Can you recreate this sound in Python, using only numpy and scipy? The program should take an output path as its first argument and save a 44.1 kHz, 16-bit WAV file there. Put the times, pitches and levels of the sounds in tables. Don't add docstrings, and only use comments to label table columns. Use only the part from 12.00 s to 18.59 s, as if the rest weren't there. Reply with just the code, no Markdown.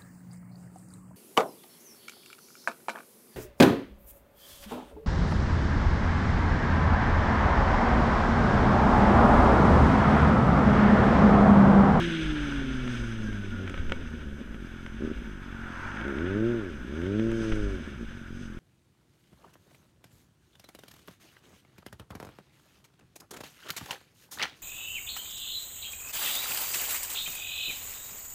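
import sys
import numpy as np
from scipy import signal
from scipy.fft import rfft, irfft, next_fast_len
from scipy.io import wavfile
from scipy.ndimage import uniform_filter1d

SR = 44100
rng = np.random.default_rng(int(sys.argv[2]) if len(sys.argv) > 2 else 0)


def elevation(decibels):
    levels = np.asarray(decibels, float)
    return 10 ** (levels / 20)


def int16_out(signal):
    q = np.round(np.clip(np.atleast_2d(signal).T, -1, 1) * 32767)
    wavfile.write(sys.argv[1], SR, q.astype(np.int16))


N = 290607
T = np.arange(N) / SR

CLUTCH_S = 2.36
IDLE_HZ = 45.21
SHUT_DB = -43
PULSE_LEAN = -1.0


def rms_one(x):
    return x / np.sqrt(np.mean(x ** 2) + 1e-20)


def in_time(rows):
    s, *columns = np.transpose(rows)
    return [np.interp(T, s, column) for column in columns]


def drift(rate):
    r = np.exp(-80 * np.pi * rate / SR)
    steps = rng.standard_normal(N // 40 + 2002)
    slow = signal.lfilter([1], [1, -2 * r, r * r], steps)[2000:]
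    return np.interp(np.arange(N) / 40, np.arange(len(slow)), rms_one(slow))


def bell(at_s, wide_s):
    return 1 / (1 + ((T - at_s) / wide_s) ** 2) ** 2


def through(x, response):
    size = next_fast_len(N + SR // 2)
    f = np.arange(size // 2 + 1) * SR / size + 1e-3
    return irfft(rfft(x, size) * response(f), size)[:N]


def shape(points):
    hz, level_db = np.transpose(points)
    return lambda f: elevation(np.interp(np.log(f), np.log(hz), level_db, left=-99, right=-99))


def resonance(f, hz, width):
    return 1j * f * width / (hz ** 2 - f ** 2 + 1j * f * width)


def engine():
    # (time [s], half width [s], level [dB])
    catch_rows = [(1.29, 0.059, 3.5), (1.4, 0.037, 2), (1.6, 0.074, 6), (1.83, .03, 6.5), (2.02, 0.038, 5),
                  (2.07, .03, -5.5), (2.15, 0.01, 4), (2.321, 0.016, 6.5), (2.41, .03, 6),
                  (2.55, 0.014, 1.5), (5.83, .02, 3), (5.9, 0.11, 6), (5.97, .02, -3), (6.03, 0.035, 11),
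                  (6.07, 0.023, -4), (6.26, .025, -6), (6.4, 0.038, 3), (6.461, 0.012, -1)]
    per_s, upper_db = throttle()
    clean, scatter_db, opened, pull, idling = combustion(per_s, upper_db)
    turns = np.cumsum(per_s / SR * (1 + .004 * scatter_db * drift(12)))
    turns -= turns[round(3.038 * SR)] % 1 - 1
    angle = 2 * np.pi * turns
    strength = firing_strength(turns, scatter_db)

    swing_db = (upper_db - SHUT_DB) * opened
    low = low_orders(per_s, angle, swing_db, pull, scatter_db)
    idle_throb = elevation(-53) * idling * strength * np.cos(3 * angle + PULSE_LEAN)
    puffs = strength * exhaust_puffs(per_s, angle, upper_db)
    upper = np.sqrt(clean) * puffs + elevation(2.5) * np.sqrt(1 - clean) * loose_gas(scatter_db)
    catch_db = sum(db * bell(s, wide_s) for s, wide_s, db in catch_rows)
    exhaust = np.sqrt(2) * (low + idle_throb) + elevation(upper_db - 1.64 + catch_db) * upper
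    return exhaust, angle, upper_db


def throttle():
    # (time [s], firing rate [Hz], exhaust level [dB])
    blip_rows = [(2.98, 45.2, -52), (3.016, 65.2, -33), (3.048, 80.4, -29), (3.075, 76.8, -31),
                 (3.115, 75.5, -35.5), (3.145, 74.3, -48), (3.2, 56.8, -46.5), (3.37, 47.65, -47.5),
                 (3.78, 42.77, -47.5)]
    rev_one_rows = [(4.021, 55.27, -43), (4.079, 72.1, -30.5), (4.15, 65.5, -33), (4.22, 84.2, -30.5),
                    (4.459, 115.9, -24), (4.521, 119.8, -27), (4.59, 112, -29), (4.728, 73.5, -40.5),
                    (4.829, 59.4, -45)]
    rev_two_rows = [(4.9, 68.45, -38), (5.079, 95.9, -29), (5.209, 111.3, -26), (5.298, 114.6, -27),
                    (5.559, 107, -29.5), (5.759, 94.1, -35.5), (5.82, 77.73, -49.5), (5.92, 69.76, -48),
                    (6.089, 47.06, -54)]
    idle_db = -48
    per_s, level_db = in_time([*blip_rows, *rev_one_rows, *rev_two_rows])
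    start, end = blip_rows[0][0], rev_two_rows[-1][0]

    pulled = np.clip((T - CLUTCH_S) / .28, 0, 1) ** 1.5
    coast = 172.9 * np.exp(-T / 2.62) * (1 - pulled) + (IDLE_HZ - 1.5) * pulled
    coast_db = (-36.5 - 4.0 * T) * (1 - pulled) + idle_db * pulled
    hunt_hz, hunt_s = 2.5, .245
    idle = IDLE_HZ + hunt_hz * np.cos(2 * np.pi * (T - end - .07) / hunt_s)

    phases = [T < start, T > end]
    per_s = np.select(phases, [coast, idle], per_s)
    level_db = np.select(phases, [coast_db, idle_db], level_db)
    return uniform_filter1d(per_s, size=600), uniform_filter1d(level_db, size=200)


def combustion(per_s, level_db):
    declutched = T > CLUTCH_S
    opened = np.clip((level_db - SHUT_DB) / 11, 0, 1) * declutched
    slowing = -uniform_filter1d(np.gradient(per_s), size=2000) * SR
    braking = np.clip(slowing / 20, 0, 1) * np.clip((per_s - IDLE_HZ) / 20, 0, 1)
    fast = np.clip((per_s - 100) / 10 + .5, 0, 1)

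    def mix(idle, slow, quick):
        return idle + braking * (slow + fast * (quick - slow) - idle)

    loose = mix(idle=.36, slow=.8, quick=.68) ** (1 - opened) * .024 ** opened
    scatter_db = mix(idle=2.5, slow=4.2, quick=1.1) * (1 - opened) + 1.1 * opened
    pull = np.tanh(-slowing / 120) * declutched
    return 1 - loose, scatter_db, opened, pull, (1 - braking) * (1 - opened)


def firing_strength(turns, scatter_db):
    misfire_s = [3.063, 3.089, 3.128]
    firing = (turns + .4).astype(int)
    weak = np.isin(firing, firing[(np.array(misfire_s) * SR).astype(int)])
    dealt_db = scatter_db * rng.standard_normal(N // 40)[firing] - 11 * weak
    dealt_db += .8 * (firing % 2)
    return uniform_filter1d(elevation(dealt_db), size=90)


def low_orders(per_s, angle, swing_db, pull, scatter_db):
    # (pitch [Hz], level [dB])
    first_rows = [(30, -48), (45, -49), (70, -43.5), (95, -38.5), (120, -36.5), (145, -42), (180, -30.5)]
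    second_rows = [(60, -70), (90, -49), (140, -55), (185, -45.5), (215, -37.5), (260, -34.5), (360, -32.5)]
    first = shape(first_rows)(per_s) * elevation(0.033 * swing_db + 3.5 * pull)
    second = shape(second_rows)(2 * per_s) * elevation(0.13 * swing_db + 5 * pull)
    first *= elevation(0.37 * scatter_db * drift(16))
    second *= elevation(1.08 * scatter_db * drift(19))
    return first * np.cos(angle + PULSE_LEAN) + second * np.cos(2 * angle + PULSE_LEAN)


def exhaust_puffs(per_s, angle, upper_db):
    # (pitch [Hz], level [dB])
    pipe_rows = [(60, -7), (130, -25.5), (225, 2), (285, -5.5), (348, -0.6), (400, -3.5), (460, -16.5),
                 (575, -17), (690, -32.5), (800, -48), (1100, -60), (3200, -94)]
    hz = np.arange(1., 3200)
    gain = shape(pipe_rows)(hz)
    soft = np.clip((-38.5 - uniform_filter1d(upper_db, size=4000)) / 8, 0, 1)
    bass = 2.0 / (1 + (hz / 270) ** 6) + 1.15 / (1 + (hz / 165) ** 6) - .4
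    puffs = 0
    for k in range(3, 16):
        order_hz = (k * per_s).astype(int)
        level = gain[order_hz] * (1 + 1.14 * soft * bass[order_hz])
        puffs = puffs + level * np.cos(k * angle + PULSE_LEAN)
    return puffs * np.sqrt(per_s / 70)


def loose_gas(scatter_db):
    gas = rng.standard_normal(N) * elevation((1.1 + .35 * scatter_db) * drift(9))
    return rms_one(through(gas, pipe))


def pipe(f):
    # (pitch [Hz], width [Hz], level [dB])
    ring_rows = [(129, 89, -9), (224.5, 25, 5), (343.4, 14.4, -5.5), (498, 24, -15.5)]
    rings = sum(elevation(db) * resonance(f, hz, width) for hz, width, db in ring_rows)
    return np.abs(rings) / np.sqrt(1 + (f / 554) ** 10)


def air(angle, load_db):
    # (pitch [Hz], level per Hz [dB])
    hiss_rows = [(280, 3), (480, -34), (537, -8), (595, -11.5), (803, -13), (891, -12.5), (1190, -8.5),
                 (1440, 2.5), (1490, 3), (1940, -8.5), (2310, -8), (3460, -8), (4500, -28.5), (5850, -86),
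                 (9900, -120)]
    top_rows = [(2530, -18), (4300, -7), (4440, -19.5), (4690, -3.5), (4890, -2), (5030, 0), (5640, -7),
                (6150, 1.5), (6600, -5), (6930, -16.5), (7780, -10), (8310, -9.5), (8760, -13.5),
                (10100, -19), (11500, -25.5), (15000, -38), (22000, -120)]
    sway_db, buffet_db = gusts()
    case_db, wind_db, top_db = hiss_levels(load_db)

    def noise(response):
        return rms_one(through(rng.standard_normal(N), response))

    def below(f):
        return 1 / (1 + (f / 1950) ** 8)

    sway = noise(lambda f: resonance(f, 49.4, 9.1) ** 2)
    buffet = noise(lambda f: resonance(f, 7.3, 25.4) ** 2)
    spectrum = ringing(hiss_rows)
    case = noise(lambda f: spectrum(f) * np.sqrt(below(f)))
    wind = noise(lambda f: spectrum(f) * np.sqrt(1 - below(f)))
    top = noise(ringing(top_rows))

    hiss = elevation(case_db + .9 * drift(12) + .8 * drift(40)) * case
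    hiss += elevation(wind_db + .8 * drift(12) + drift(40)) * wind
    hiss += elevation(top_db + .7 * drift(12)) * top
    beat = 1 + 0.039 * np.cos(angle - 1.2)
    rush = elevation(-1.53 + 0.67 * drift(5.9)) * beat * hiss
    return elevation(sway_db - 13.5) * sway + elevation(buffet_db - 9.5) * buffet + rush


def gusts():
    # (time [s], mount sway [dB], buffeting [dB])
    gust_rows = [(0, -19, -29), (.3, -20.5, -26), (.43, -16.5, -39), (.62, -14.5, -27), (.81, -38, -21.5),
                 (1.009, -21, -28), (1.2, -36, -25), (1.32, -22.5, -28), (1.5, -32, -25), (1.74, -28, -35),
                 (1.82, -33, -17.5), (2.03, -45, -28), (2.11, -24, -38), (2.33, -25, -39),
                 (2.5, -29.5, -32), (2.7, -50, -37), (2.97, -22.5, -42), (3.19, -21, -37), (3.63, -31, -39),
                 (3.85, -48, -34), (4.02, -39, -45), (4.22, -42, -32), (4.75, -45, -37), (5.08, -39, -39),
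                 (5.3, -32, -32), (5.541, -31, -18), (5.69, -18, -42), (5.85, -45, -33),
                 (6.039, -25.5, -51), (6.33, -44, -31.5)]
    s, *levels = np.transpose(gust_rows)
    coarse_s = np.arange(0, N, 64) / SR
    away_db = 105 * np.abs(coarse_s - s[:, None])
    out = []
    for db in levels:
        loudest_db = (db[:, None] - away_db).max(axis=0)
        out.append(np.interp(T, coarse_s, np.maximum(loudest_db, -36.5)))
    return out


def hiss_levels(load_db):
    # (time [s], level [dB])
    flow_rows = [(0, 3), (.14, 0.5), (.35, -3.5), (.7, -6), (.95, -8.5), (1.2, -12), (1.6, -13),
                 (1.9, -13.5), (2.05, -14), (2.5, -22), (2.75, -18), (3.4, -18.5), (4.75, -18.5),
                 (5.2, -15), (5.52, -16), (5.85, -14), (6.29, -21.5), (6.44, -22.5)]
    # (air [dB], share of flow [ratio], valve gear [dB], passing car [dB])
    mix_rows = [(-37, 0.78, -44, -38), (-37.5, 1.044, -51.5, -61.5), (-51.5, 0.78, -63, -78)]
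    # (time [s], half width [s], level [dB])
    grit_rows = [(1.0, .2, -55), (3.88, 0.16, -60.5), (5.45, 0.23, -56), (6.42, 0.097, -61)]
    grit_mix = [0, 2.4, 0]
    full_dbs = [-3.5, 9, 9]

    flow_db, = in_time(flow_rows)
    gear_db = 0.49 * (uniform_filter1d(load_db, size=3000) + 24.5)
    gear_db = np.where(T > CLUTCH_S, gear_db, -40)
    near = bell(4.046, 0.34)
    grit = sum(elevation(2 * db) * bell(s, wide_s) for s, wide_s, db in grit_rows)
    levels = []
    for (air_db, share, valve_db, tyre_db), grit_db, full_db in zip(mix_rows, grit_mix, full_dbs):
        power = elevation(2 * (air_db + share * np.minimum(flow_db, full_db)))
        power = power + elevation(2 * (valve_db + gear_db))
        power = power + elevation(2 * tyre_db) * near + elevation(2 * grit_db) * grit
        levels.append(10 * np.log10(power))
    return levels


def ringing(spectrum):
    # (pitch [Hz], width [Hz], level [dB])
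    mode_rows = [(529, 11, -4), (905, 13, 3), (1687, 97, -10.5), (2265, 41, 1), (2865, 38, -8.5),
                 (6040, 67, -4)]

    def response(f):
        modes = sum(elevation(db) * np.abs(resonance(f, hz, width)) ** 2 for hz, width, db in mode_rows)
        return shape(spectrum)(f) * (1 + modes)
    return response


def car():
    # (pitch [Hz], width [Hz])
    roar_band = (1100, 910)
    # (pitch [Hz], width [Hz], level [dB])
    tread_rows = [(1150, 45, -10), (1445, 46, 12), (1730, 70, -7)]
    level_s = 3.92
    closing_m_s, pass_m = 16, 2.5

    def tyre(f):
        broad = resonance(f, *roar_band) ** 2 + elevation(-1.0) * resonance(f, 1310, 360) ** 2
        return broad + sum(elevation(db) * resonance(f, hz, width) ** 2 for hz, width, db in tread_rows)

    from_peak = T - 3.876
    spread_s = np.where(from_peak < 0, 0.29, 0.17)
    level = elevation(-41.5) / (1 + (from_peak / spread_s) ** 2) ** 1.53
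    roar = through(rng.standard_normal(N), tyre)
    sent = T - np.hypot(pass_m, closing_m_s * (T - level_s)) / 343
    lag = 2.175 / 1000 / np.sqrt(1 + ((T - level_s) / 0.24) ** 2)
    heard = np.interp(sent, T, roar) + 0.46 * np.interp(sent - lag, T, roar)
    return level * elevation(-0.5) * rms_one(heard)


def clicks():
    # (time [s], peak [dB], top end [dB], rattle length [s])
    click_rows = [(.877, -29, -30, .005), (1.328, -35, -28, .005), (1.676, -31, -30, .006),
                  (1.695, -34, -17, .007), (1.7415, -28, -36, .006), (1.776, -30, -34, .006),
                  (1.896, -32, -28, .005), (1.920, -18, -30, .004), (2.544, -39, -27, .005),
                  (2.8625, -31, -34, .005), (3.916, -34, -31, .005), (3.97, -36, -30, .005),
                  (4.012, -29, -33, .005), (4.08, -34, -24, .005), (4.1845, -30, -35, .005),
                  (4.308, -35, -34, .005), (5.016, -33, -30, .005), (5.064, -35, -28, .005),
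                  (5.195, -31, -33, .005), (5.315, -33, -20, .006), (5.518, -27, -33, .018),
                  (5.557, -35, -18, .005)]
    # (pitch [Hz], level [dB], time to die by 60 dB [s])
    frame_rows = [(537, -13.5, 0.072), (927, -24.5, 0.096), (1520, -12.5, 0.04), (2233, -20.5, 0.12)]
    # (pitch [Hz], level per Hz [dB])
    knock_rows = [(180, -29), (300, 2), (1010, -11.5), (1400, 0.5), (1690, -4), (2280, -3.5), (2610, -7),
                  (3170, -6), (4360, -27), (5980, -26.5), (7000, -62), (9100, -64), (15400, -120)]
    out, t = np.zeros(N + 8192), np.arange(8192) / SR
    f = np.arange(4097) * SR / 8192 + 1e-3
    for s, peak_db, top_db, length in click_rows:
        rise = np.maximum(t - .002, 0) / max(length / 4, 1e-4)
        swell = rise * np.exp(-rise)
        spectrum = rfft(rng.standard_normal(len(t)) * swell)
        even = irfft(spectrum / np.abs(spectrum))
        struck = rfft(np.sqrt(swell) * even)
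        body = irfft(struck * shape(knock_rows)(f))
        tick = irfft(struck * resonance(f, 7000, 3500) ** 2)
        click = body / np.abs(body).max() + elevation(top_db + 3.5) * tick / np.abs(tick).max()
        for hz, db, t60 in frame_rows:
            click += elevation(db - 60 * t / t60) * (1 - np.exp(-rise)) * np.sin(2 * np.pi * hz * t)
        out[round((s - .002) * SR):][:len(t)] += elevation(peak_db + 2) * click
    return out[:N]


def jolts():
    # (time [s], level [dB], swing [Hz])
    jolt_rows = [
        (1.795, -22.5, 26),
        (5.289, -27, 22.1),
        (5.52, -14.5, 21.8),
    ]
    out, t = np.zeros(N), np.arange(SR // 4) / SR
    for s, db, hz in jolt_rows:
        out[round(s * SR):][:len(t)] -= elevation(db) * np.sin(2 * np.pi * hz * t) * np.exp(-t * hz / 0.97)
    return out


def brake():
    # (time [s], half width [s], pitch [Hz], level [dB])
    squeal_rows = [
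        (1.31, .07, 1600, -47),
        (1.42, .035, 1500, -48),
        (1.55, .08, 1428, -47),
        (1.75, .06, 1290, -52),
    ]
    waver_hz, patchy_db = 9 * drift(15), 2.5 * drift(12)
    out = np.zeros(N)
    for s, wide_s, hz, db in squeal_rows:
        pitch = hz + waver_hz - 150 * (T - s)
        swell = np.exp(-((T - s) / wide_s) ** 4)
        out += elevation(db + patchy_db) * swell * np.cos(2 * np.pi * np.cumsum(pitch) / SR)
    return out


def scene():
    exhaust, angle, load_db = engine()
    mix = exhaust + air(angle, load_db) + car() + clicks() + jolts() + brake()
    return mix[None]


def top_cut(x):
    return signal.sosfilt(signal.butter(12, 15170, fs=SR, output="sos"), x)


def record(dry):
    # (pitch [Hz], level per Hz [dB])
    self_rows = [(3820, -33), (6500, -22), (6870, -6), (8130, -7), (9360, -10), (10100, -8.5),
                 (15400, -12.5)]
    noise = rms_one(through(rng.standard_normal(N), shape(self_rows)))
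    floor = elevation(-75.5 + 1.2 * drift(9.0)) * noise
    low_pass = signal.cheby2(12, 60, 15900, fs=SR, output="sos")
    return top_cut(signal.sosfilt(low_pass, dry + floor))


dry = scene()
out = record(dry)
int16_out(out)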